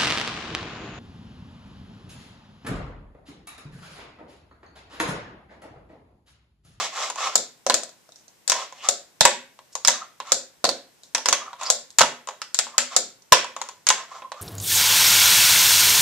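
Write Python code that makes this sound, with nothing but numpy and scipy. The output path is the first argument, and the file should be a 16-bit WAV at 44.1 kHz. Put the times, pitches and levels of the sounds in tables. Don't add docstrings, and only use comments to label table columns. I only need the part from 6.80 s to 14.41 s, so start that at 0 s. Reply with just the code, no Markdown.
import sys
import numpy as np
from scipy import signal
from scipy.fft import rfft, irfft, next_fast_len
from scipy.io import wavfile
from scipy.ndimage import map_coordinates

SR = 44100
rng = np.random.default_rng(int(sys.argv[2]) if len(sys.argv) > 2 else 0)


def generate_wav(sig):
    pcm = np.round(np.clip(np.atleast_2d(sig).T, -1, 1) * 32767).astype(np.int16)
    wavfile.write(sys.argv[1], SR, pcm)


N = 335601

# start_s, strength_db, run_up_s, run_up_db (levels relative)
TAIL_POPS = [(0.5552, -11, 0.052, -37.5), (2.0872, -12.5, 0.067, -33.5), (3.5196, -10.5, 0.077, -39.5),
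             (4.9009, -10.5, .12, -33), (6.1642, -10, 0.066, -35.5)]


def amp(db):
    return 10 ** (np.asarray(db) / 20)


def unit(x):
    return x / np.sqrt(np.mean(x ** 2) + 1e-20)


def struck(x, size=300):
    return x / np.sqrt(np.mean(x[..., :size] ** 2) + 1e-20)


def along(points, hz):
    f, v = np.transpose(points)
    return np.interp(np.log(hz + 1), np.log(f + 1), v)


def wobble(rate_hz):
    knots = rng.standard_normal(int(N * rate_hz / SR) + 4)
    return map_coordinates(knots, [np.arange(N) * rate_hz / SR])


def filtered(x, response):
    m = next_fast_len(N + 8192)
    return irfft(rfft(x, m) * response(np.fft.rfftfreq(m, 1 / SR)), m)[..., :N]


def coloured(x, spectrum):
    return unit(filtered(x, lambda hz: amp(along(spectrum, hz))))


def causal(spectrum, peak_hz, width_hz, lift_db, size=1024):
    hz = np.fft.rfftfreq(size, 1 / SR)
    db = along(spectrum, hz) + lift_db / (1 + (2 * (hz - peak_hz) / width_hz) ** 2)
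    cepstrum = irfft(np.log(amp(db)))
    cepstrum[1:size // 2] *= 2
    cepstrum[size // 2 + 1:] = 0
    return irfft(np.exp(rfft(cepstrum)))


def add(track, s, sound):
    part = track[:, max(round(s * SR), 0):][:, :sound.shape[-1]]
    part += sound[..., :part.shape[1]]


def clacks(rooms):
    # mode_hz, level_db (relative), t60_s
    table_modes = [(150, -28, 0.14), (245.9, -24, 0.34), (386, -12.5, 0.04), (538.2, 0.5, 0.067),
                   (587, 1.5, 0.068), (705, -1, 0.04), (740, -3, 0.058)]
    # mode_hz, level_db (relative), t60_s
    overtone_modes = [(1574, -8, 0.072), (2000, 0.5, 0.048), (2233, -4, 0.068), (2588, -1, 0.044),
                      (2610, -9.5, 0.034), (3338, -5, 0.11), (3790, -1.5, 0.066)]
    # freq_hz, level_db (relative)
    thud_spectrum = [(40, -27.5), (130, -16.5), (250, -8.5), (400, -13), (520, -5), (700, 9.5), (900, -13),
                     (1300, -0.5), (2000, -28), (5000, -63)]
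    # freq_hz, level_db (relative)
    clack_spectrum = [(40, -48), (200, -51), (900, -7), (1500, 7), (2000, 1.5), (2800, 4), (3500, 2),
                      (5000, -20), (12000, -43.5)]
    # freq_hz, level_db (relative)
    click_spectrum = [(40, -59.5), (300, -36), (2700, -17.5), (3600, 1), (4500, 2.5), (5500, 2),
                      (7000, 2.5), (8000, -4), (9000, -9), (11000, -15.5), (14000, -23), (15000, -54)]
    free_ring = 0.3
    balance_db, balance_scatter_db = 0.15, 2.5

    out, t = np.zeros((2, N)), np.arange(SR // 10) / SR
    dull = causal(thud_spectrum, peak_hz=540, width_hz=88, lift_db=8)
    wood = causal(clack_spectrum, peak_hz=1800, width_hz=120, lift_db=3.5)
    for k, contact in enumerate(contacts()):
        s, knock_db, clonk_db, clack_db, click_db, wheel_hz, click_hz = contact
        pan_db = balance_db + balance_scatter_db * rng.standard_normal()
        table_db = knock_db + free_ring * (clonk_db - knock_db) - 7.5
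        modes = amp(table_db) * ring(table_modes, t, detune=0.017, attack_s=0.00039)
        modes += amp(clonk_db - 5.0) * ring(trucks(wheel_hz), t, detune=0.016, attack_s=0.0012)
        modes += amp(clack_db - 7.5) * ring(overtone_modes, t, detune=0.005, attack_s=0.0004)
        modes += amp(knock_db - 4.5) * struck(np.pad(dull, (0, len(t) - len(dull))))
        clack, clack_spread = crack(wood, t, t60_s=0.0042, rattle_db=-11.5, rattle_t60_s=0.073,
                                    side_db=-7.5, spread_db=0.5)
        edge = causal(click_spectrum, click_hz, width_hz=750, lift_db=9.5)
        click, click_spread = crack(edge, t, t60_s=0.0071, rattle_db=-12.0, rattle_t60_s=0.068,
                                    side_db=1, spread_db=-3.26)
        direct = modes + amp(clack_db) * clack + amp(click_db) * click
        spread = amp(-2.0) * modes + amp(clack_db) * clack_spread + amp(click_db) * click_spread
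        add(out, s, direct * amp([[pan_db / 2], [-pan_db / 2]]))
        add(out, s, signal.fftconvolve(spread[None], rooms[k % len(rooms)], axes=1))
    return signal.sosfilt(signal.butter(2, 110, "highpass", fs=SR, output="sos"), out)


def contacts():
    # start_s, strength_db, lean_db (+ onto wheels, - onto deck edge),
    # weight_db (put into the table), wheel_hz, click_hz
    landing_rows = [(0.8652, -23, -1.5, 6, 1050, 5940), (0.898, -14, 0, -5.5, 980, 4130),
                    (0.9419, -20.5, -8, 0.5, 1300, 7160), (1.6772, -31, -10, -5.5, 1000, 8060),
                    (1.6976, -21.5, -9, -5.5, 1100, 5640), (1.719, -17.5, -0.5, -10.5, 1010, 6550),
                    (2.408, -10, -3.5, -4, 870, 3700), (2.4519, -6.5, 0.5, -9.5, 970, 7600),
                    (3.0491, -21, -5.5, -10.5, 990, 5210), (3.0745, -24, -13, -8.5, 1250, 7350),
                    (3.0815, -12, -4, -7.5, 970, 6240), (3.8423, -19, -2.5, 4.5, 1100, 3960),
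                    (3.851, -19, -4, -1, 1040, 4360), (3.8902, -23, -5, 1, 1090, 4210),
                    (4.3486, -19.5, -3, -12.5, 1000, 5850), (4.3805, -29.5, -1, -1, 810, 5560),
                    (4.4579, -19.5, -2, -10, 980, 5240), (4.4863, -16.5, -3, -6.5, 1100, 6330),
                    (4.5268, -14, -1.5, -12.5, 1100, 6220), (5.1857, -14, -6.5, -16, 1000, 7240),
                    (5.1945, -21, -4.5, -22.5, 1300, 3200), (5.208, -11, 5.5, -2, 1280, 6270),
                    (5.2145, -13, -0.5, -19, 1220, 3020), (5.232, -26, 12, -4, 1300, 5930),
                    (5.6172, -30.5, -1, -15, 1300, 5150), (5.7444, -30.5, -10.5, -8.5, 1010, 7460),
                    (5.7888, -19.5, -6, -12.5, 1300, 7400), (5.9805, -14.5, -5.5, -14, 1290, 7350),
                    (6.5222, -2.5, 2.5, -9.5, 1000, 5500), (6.53, -11, -2.5, -15, 1000, 3390),
                    (7.0679, -22.5, -5, -16, 1000, 6550), (7.0879, -18.5, -8.5, -16, 1300, 7450),
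                    (7.102, -13, 0.5, -14, 990, 6300)]
    # start_s, strength_db, hard_db (click over clonk)
    tap_rows = [(0.3001, -25, -3.5), (0.3574, -30.5, -5), (1.9242, -36, -9.5), (2.7897, -39.5, -12),
                (2.9531, -26, 1), (3.401, -24.5, -12), (4.7306, -31.5, -13.5), (4.8126, -27, -11),
                (4.833, -32.5, 0.5), (4.864, -49.5, 8.5), (5.4728, -30.5, -7), (5.487, -24.5, -9),
                (5.507, -34.5, -21), (5.868, -32.5, -16), (6.644, -25.5, -10.5), (6.7641, -25.5, -11),
                (6.815, -23.5, -5), (6.888, -31.5, -4.5), (7.4203, -32.5, -22), (7.5183, -25.5, -12.5)]
    # hard_db (click over clonk), click_hz
    tap_pitch = [(-3, 4100), (-11.5, 6800)]
    # start_s, strength_db, weight_db (put into the table), click_hz
    nudge_rows = [(1.0337, -32.5, -1, 8050), (1.0923, -46.5, -8, 6900), (1.2906, -55, 10, 5700),
                  (1.3206, -48, -14, 3720), (1.358, -47.5, -19, 5600), (1.48, -48.5, -8, 6300),
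                  (4.2339, -45, -12, 3820), (5.1043, -43, -28, 7770), (6.4214, -53, -16, 5900)]
    deck_db, deck_damping = -8.5, 0.35
    lifted_hz, pressed_hz = 1270, 1040

    rows = []
    for s, db, lean, weight, wheel_hz, click_hz in landing_rows:
        clack_db = db + deck_db - deck_damping * weight
        rows.append((s, db + weight, db + lean, clack_db, db - lean, wheel_hz, click_hz))
    for s, db, _, _ in TAIL_POPS:
        rows.append((s, db - 10, db - 13, db - 18, db + 1, lifted_hz, 7280))
    for s, db, hard in tap_rows:
        click_hz = np.interp(hard, *np.transpose(tap_pitch))
        rows.append((s, db - 13, db, db - 13, db + hard, pressed_hz, click_hz))
    for s, db, weight, click_hz in nudge_rows:
        rows.append((s, db + weight, db - 24, db - 22, db, pressed_hz, click_hz))
    return sorted(rows)


def trucks(lead_hz):
    # mode_hz, level_db (relative, before the lead), t60_s
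    truck_modes = [(830, -6, 0.045), (863, -11.5, 0.099), (990.4, -5, 0.071), (1079, 0.5, 0.029),
                   (1304, -1, 0.019)]
    lead_db, lead_width_hz = 11, 240
    return [(hz, db + lead_db / (1 + (2 * (hz - lead_hz) / lead_width_hz) ** 2), t60)
            for hz, db, t60 in truck_modes]


def ring(modes, t, detune, attack_s):
    scatter_db = 2.5
    hz, db, t60 = np.transpose(modes)[:, :, None]
    pitch, level = rng.standard_normal((2, len(modes), 1))
    sign = rng.choice([-1, 1], (len(modes), 1))
    decay = amp(db + scatter_db * level - 60 * t / t60)
    waves = sign * decay * np.sin(2 * np.pi * hz * (1 + detune * pitch) * t)
    return struck(waves.sum(0) * (1 - np.exp(-t / attack_s)))


def crack(colour, t, t60_s, rattle_db, rattle_t60_s, side_db, spread_db):
    attack_s = 0.00025
    envelope = amp(-60 * t / t60_s) + amp(rattle_db - 60 * t / rattle_t60_s)
    envelope *= 1 - np.exp(-t / attack_s)
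    noise = rng.standard_normal((2, len(t))) * envelope
    mid, side = signal.fftconvolve(noise, colour[None], axes=1)[:, :len(t)]
    spread = amp(spread_db) * struck(np.pad(colour, (0, len(t) - len(colour))))
    return struck(mid + amp(side_db) * np.array([side, -side])), spread


def rolling(answer):
    # freq_hz, level_db (relative)
    hum_spectrum = [(100, -39), (300, -42), (520, -17.5), (720, -1.5), (920, -13.5), (1080, 9), (1230, 1.5),
                    (1350, -0.5), (1550, -13.5), (2100, -17.5), (3000, -32), (8000, -65)]
    # freq_hz, level_db (relative)
    rasp_spectrum = [(40, -33.5), (150, -22.5), (400, -9.5), (600, 9), (1500, 3.5), (2100, 8), (2800, 4.5),
                     (3500, 7), (4500, 3), (6300, 5), (7500, 1.5), (8700, -13), (11000, -17.5),
                     (14000, -28.5)]
    bump_db, grit_db = 3.5, 2

    hum_gain, rasp_gain = pushes()
    bumps = wobble(75)
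    bent = np.arange(N) + np.cumsum(0.039 * wobble(18))
    tone = map_coordinates(coloured(rng.standard_normal(N), hum_spectrum), [bent], mode="reflect")
    hum = amp(-2.5) * hum_gain * unit(amp(bump_db * bumps)) * tone
    grit = rng.standard_normal((2, N)) * amp(grit_db * (wobble(700) + bumps / 2))
    mid, side = amp(-2.5) * rasp_gain * coloured(grit, rasp_spectrum)
    direct = hum + skids() + mid + amp(-3) * np.array([side, -side])
    return direct + signal.fftconvolve(direct, answer, axes=1)[:, :N]


def pushes(overrun=1.25):
    # fastest_s, length_s, hum_db, rasp_db (levels relative)
    roll_rows = [(0.01, 0.17, -29, -26.5), (0.213, 0.21, -29.5, -30), (0.437, 0.15, -25.5, -27.5),
                 (1.775, 0.2, -33, -33.5), (2.01, 0.16, -53, -48.5), (3.163, 0.23, -38, -55),
                 (4.638, 0.25, -40.5, -56), (5.938, 0.16, -45, -61), (6.847, 0.21, -52, -51.5),
                 (7.19, 0.15, -37.5, -45), (7.349, .16, -37.5, -48), (7.595, 0.092, -40.5, -51)]
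    run_up_rasp_db = -2.5
    t, hum, rasp = np.arange(N) / SR, np.zeros(N), np.zeros(N)
    for s, length, hum_db, rasp_db in roll_rows:
        gain = push(t, s, length)
        hum += amp(hum_db) * gain
        rasp += amp(rasp_db) * gain
    for s, _, run_up, db in TAIL_POPS:
        length = overrun * run_up
        gain = amp(db) * push(t, s - run_up + length / 2, length) * (t < s)
        hum += gain
        rasp += amp(run_up_rasp_db) * gain
    return hum, rasp


def push(t, middle_s, length_s):
    speed = np.clip(1 - (2 * (t - middle_s) / length_s) ** 2, 0, 1)
    return speed ** 1.3


def skids():
    # middle_s, half_s (Gaussian sigma), pitch_hz, width_hz, level_db
    skid_rows = [(1.386, 0.022, 6000, 2900, -60), (2.026, 0.022, 2900, 810, -45),
                 (2.933, 0.0054, 5700, 4120, -48.5), (3.223, 0.0048, 1250, 131, -35),
                 (4.256, 0.021, 5970, 4100, -59), (4.626, 0.0078, 1210, 150, -39),
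                 (4.681, 0.0024, 1220, 169, -35.5), (4.867, 0.0091, 4860, 907, -29.5),
                 (7.393, 0.0084, 1070, 119, -47), (7.448, 0.0072, 1033, 80, -33)]
    out, t = np.zeros((1, N)), np.arange(SR // 5) / SR
    hz, middle = np.fft.rfftfreq(len(t), 1 / SR), t.mean()
    for s, half, pitch_hz, width_hz, db in skid_rows:
        resonance = np.minimum(hz / pitch_hz, 1) / (1 + ((hz - pitch_hz) / width_hz * 2) ** 2)
        noise = irfft(rfft(rng.standard_normal(len(t))) * resonance)
        swell = np.exp(-((t - middle) / half) ** 2 / 2)
        add(out, s - middle, amp(db) * unit(noise * swell) * np.sqrt(np.mean(swell ** 2)))
    return out[0]


def overload_bursts(t60_s=0.034, top_hz=260):
    # start_s, level_db (mean of both ports)
    overload_rows = [(2.4105, -29.5), (2.449, -32.5), (5.209, -39), (6.519, -35), (6.532, -36)]
    out, t = np.zeros((2, N)), np.arange(SR // 10) / SR
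    soft = signal.butter(2, top_hz, fs=SR, output="sos")
    for s, db in overload_rows:
        burst = signal.sosfilt(soft, rng.standard_normal((2, len(t))) * amp(-60 * t / t60_s))
        add(out, s, amp(db) * amp([[2], [-2]]) * struck(burst))
    return out


def room(count, build_s=0.013):
    # freq_hz, t60_s
    decay_points = [(100, 0.24), (300, 0.41), (560, 0.24), (2000, 0.4), (5000, 0.3), (7800, 0.27),
                    (12000, 0.24)]
    # freq_hz, level_db (relative)
    tone_points = [(100, -4.5), (300, 12.5), (600, 4), (1000, -6), (2000, -3), (4500, 0), (7500, -2),
                   (12000, -3)]
    # delay_s (before scatter), level_db
    wall_rows = [(.0023, -11), (.0065, -18.5), (.0077, -9), (0.0119, -25.5), (0.0245, -15)]
    hz, t, z = signal.stft(rng.standard_normal((count, 2, 2 * SR // 5)), SR, nperseg=256)
    fade = amp(along(tone_points, hz)[:, None] - 60 * t / along(decay_points, hz)[:, None])
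    tails = signal.istft(z * fade, SR, nperseg=256)[1]
    tails *= 1 - np.exp(-np.arange(tails.shape[-1]) / SR / build_s)
    tails *= amp(-5.5) / np.sqrt(np.sum(tails ** 2, -1, keepdims=True))
    for delay, db in wall_rows:
        arrival = np.abs(delay * SR + 6 * rng.standard_normal((count, 2, 1))).astype(int)
        tails += amp(db) * (np.arange(tails.shape[-1]) == arrival)
    return tails


def room_tone():
    # freq_hz, level_db (relative)
    air_spectrum = [(15, -37), (25, -14), (150, 2.5), (224, 0.5), (1120, -2), (1210, -7.5), (1460, -4),
                    (4380, -8), (5420, -6), (6540, -7), (12100, -15), (13800, -9), (15000, -36.5)]
    mid, side = coloured(rng.standard_normal((2, N)), air_spectrum)
    return amp(-62.5) * (mid + amp(-1.5) * np.array([side, -side]))


def scene():
    rooms = room(count=12)
    left, right = clacks(rooms) + rolling(rooms[0])
    # freq_hz, side_db
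    width = [(80, -2.0), (250, -18), (600, -18), (1200, -3.5), (2500, -5), (6000, 0.5)]
    side = filtered((left - right) / 2, lambda hz: amp(along(width, hz)))
    return (left + right) / 2 + np.array([side, -side]) + overload_bursts() + room_tone()


def record(dry, lag_samples=0.99, ceiling=0.94, hardness=7, top_hz=15600):
    # freq_hz, left_over_right_db
    port_balance = [(100, 0.5), (500, 0), (800, -2.5), (2000, 0), (3600, .5), (5800, -5), (6800, 4),
                    (7800, 10), (9500, 7.5), (13000, 5)]

    def port(hz, way):
        delay = np.exp(-1j * way * np.pi * hz * lag_samples / SR)
        return amp(way * along(port_balance, hz) / 2) * delay

    x = filtered(dry, lambda hz: np.array([port(hz, 1), port(hz, -1)]))
    clipped = x / (1 + np.abs(x / ceiling) ** hardness) ** (1 / hardness)
    return filtered(clipped, lambda hz: np.clip((top_hz - hz) / 600 + 0.5, 0, 1))


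dry = scene()
out = record(dry)
generate_wav(out)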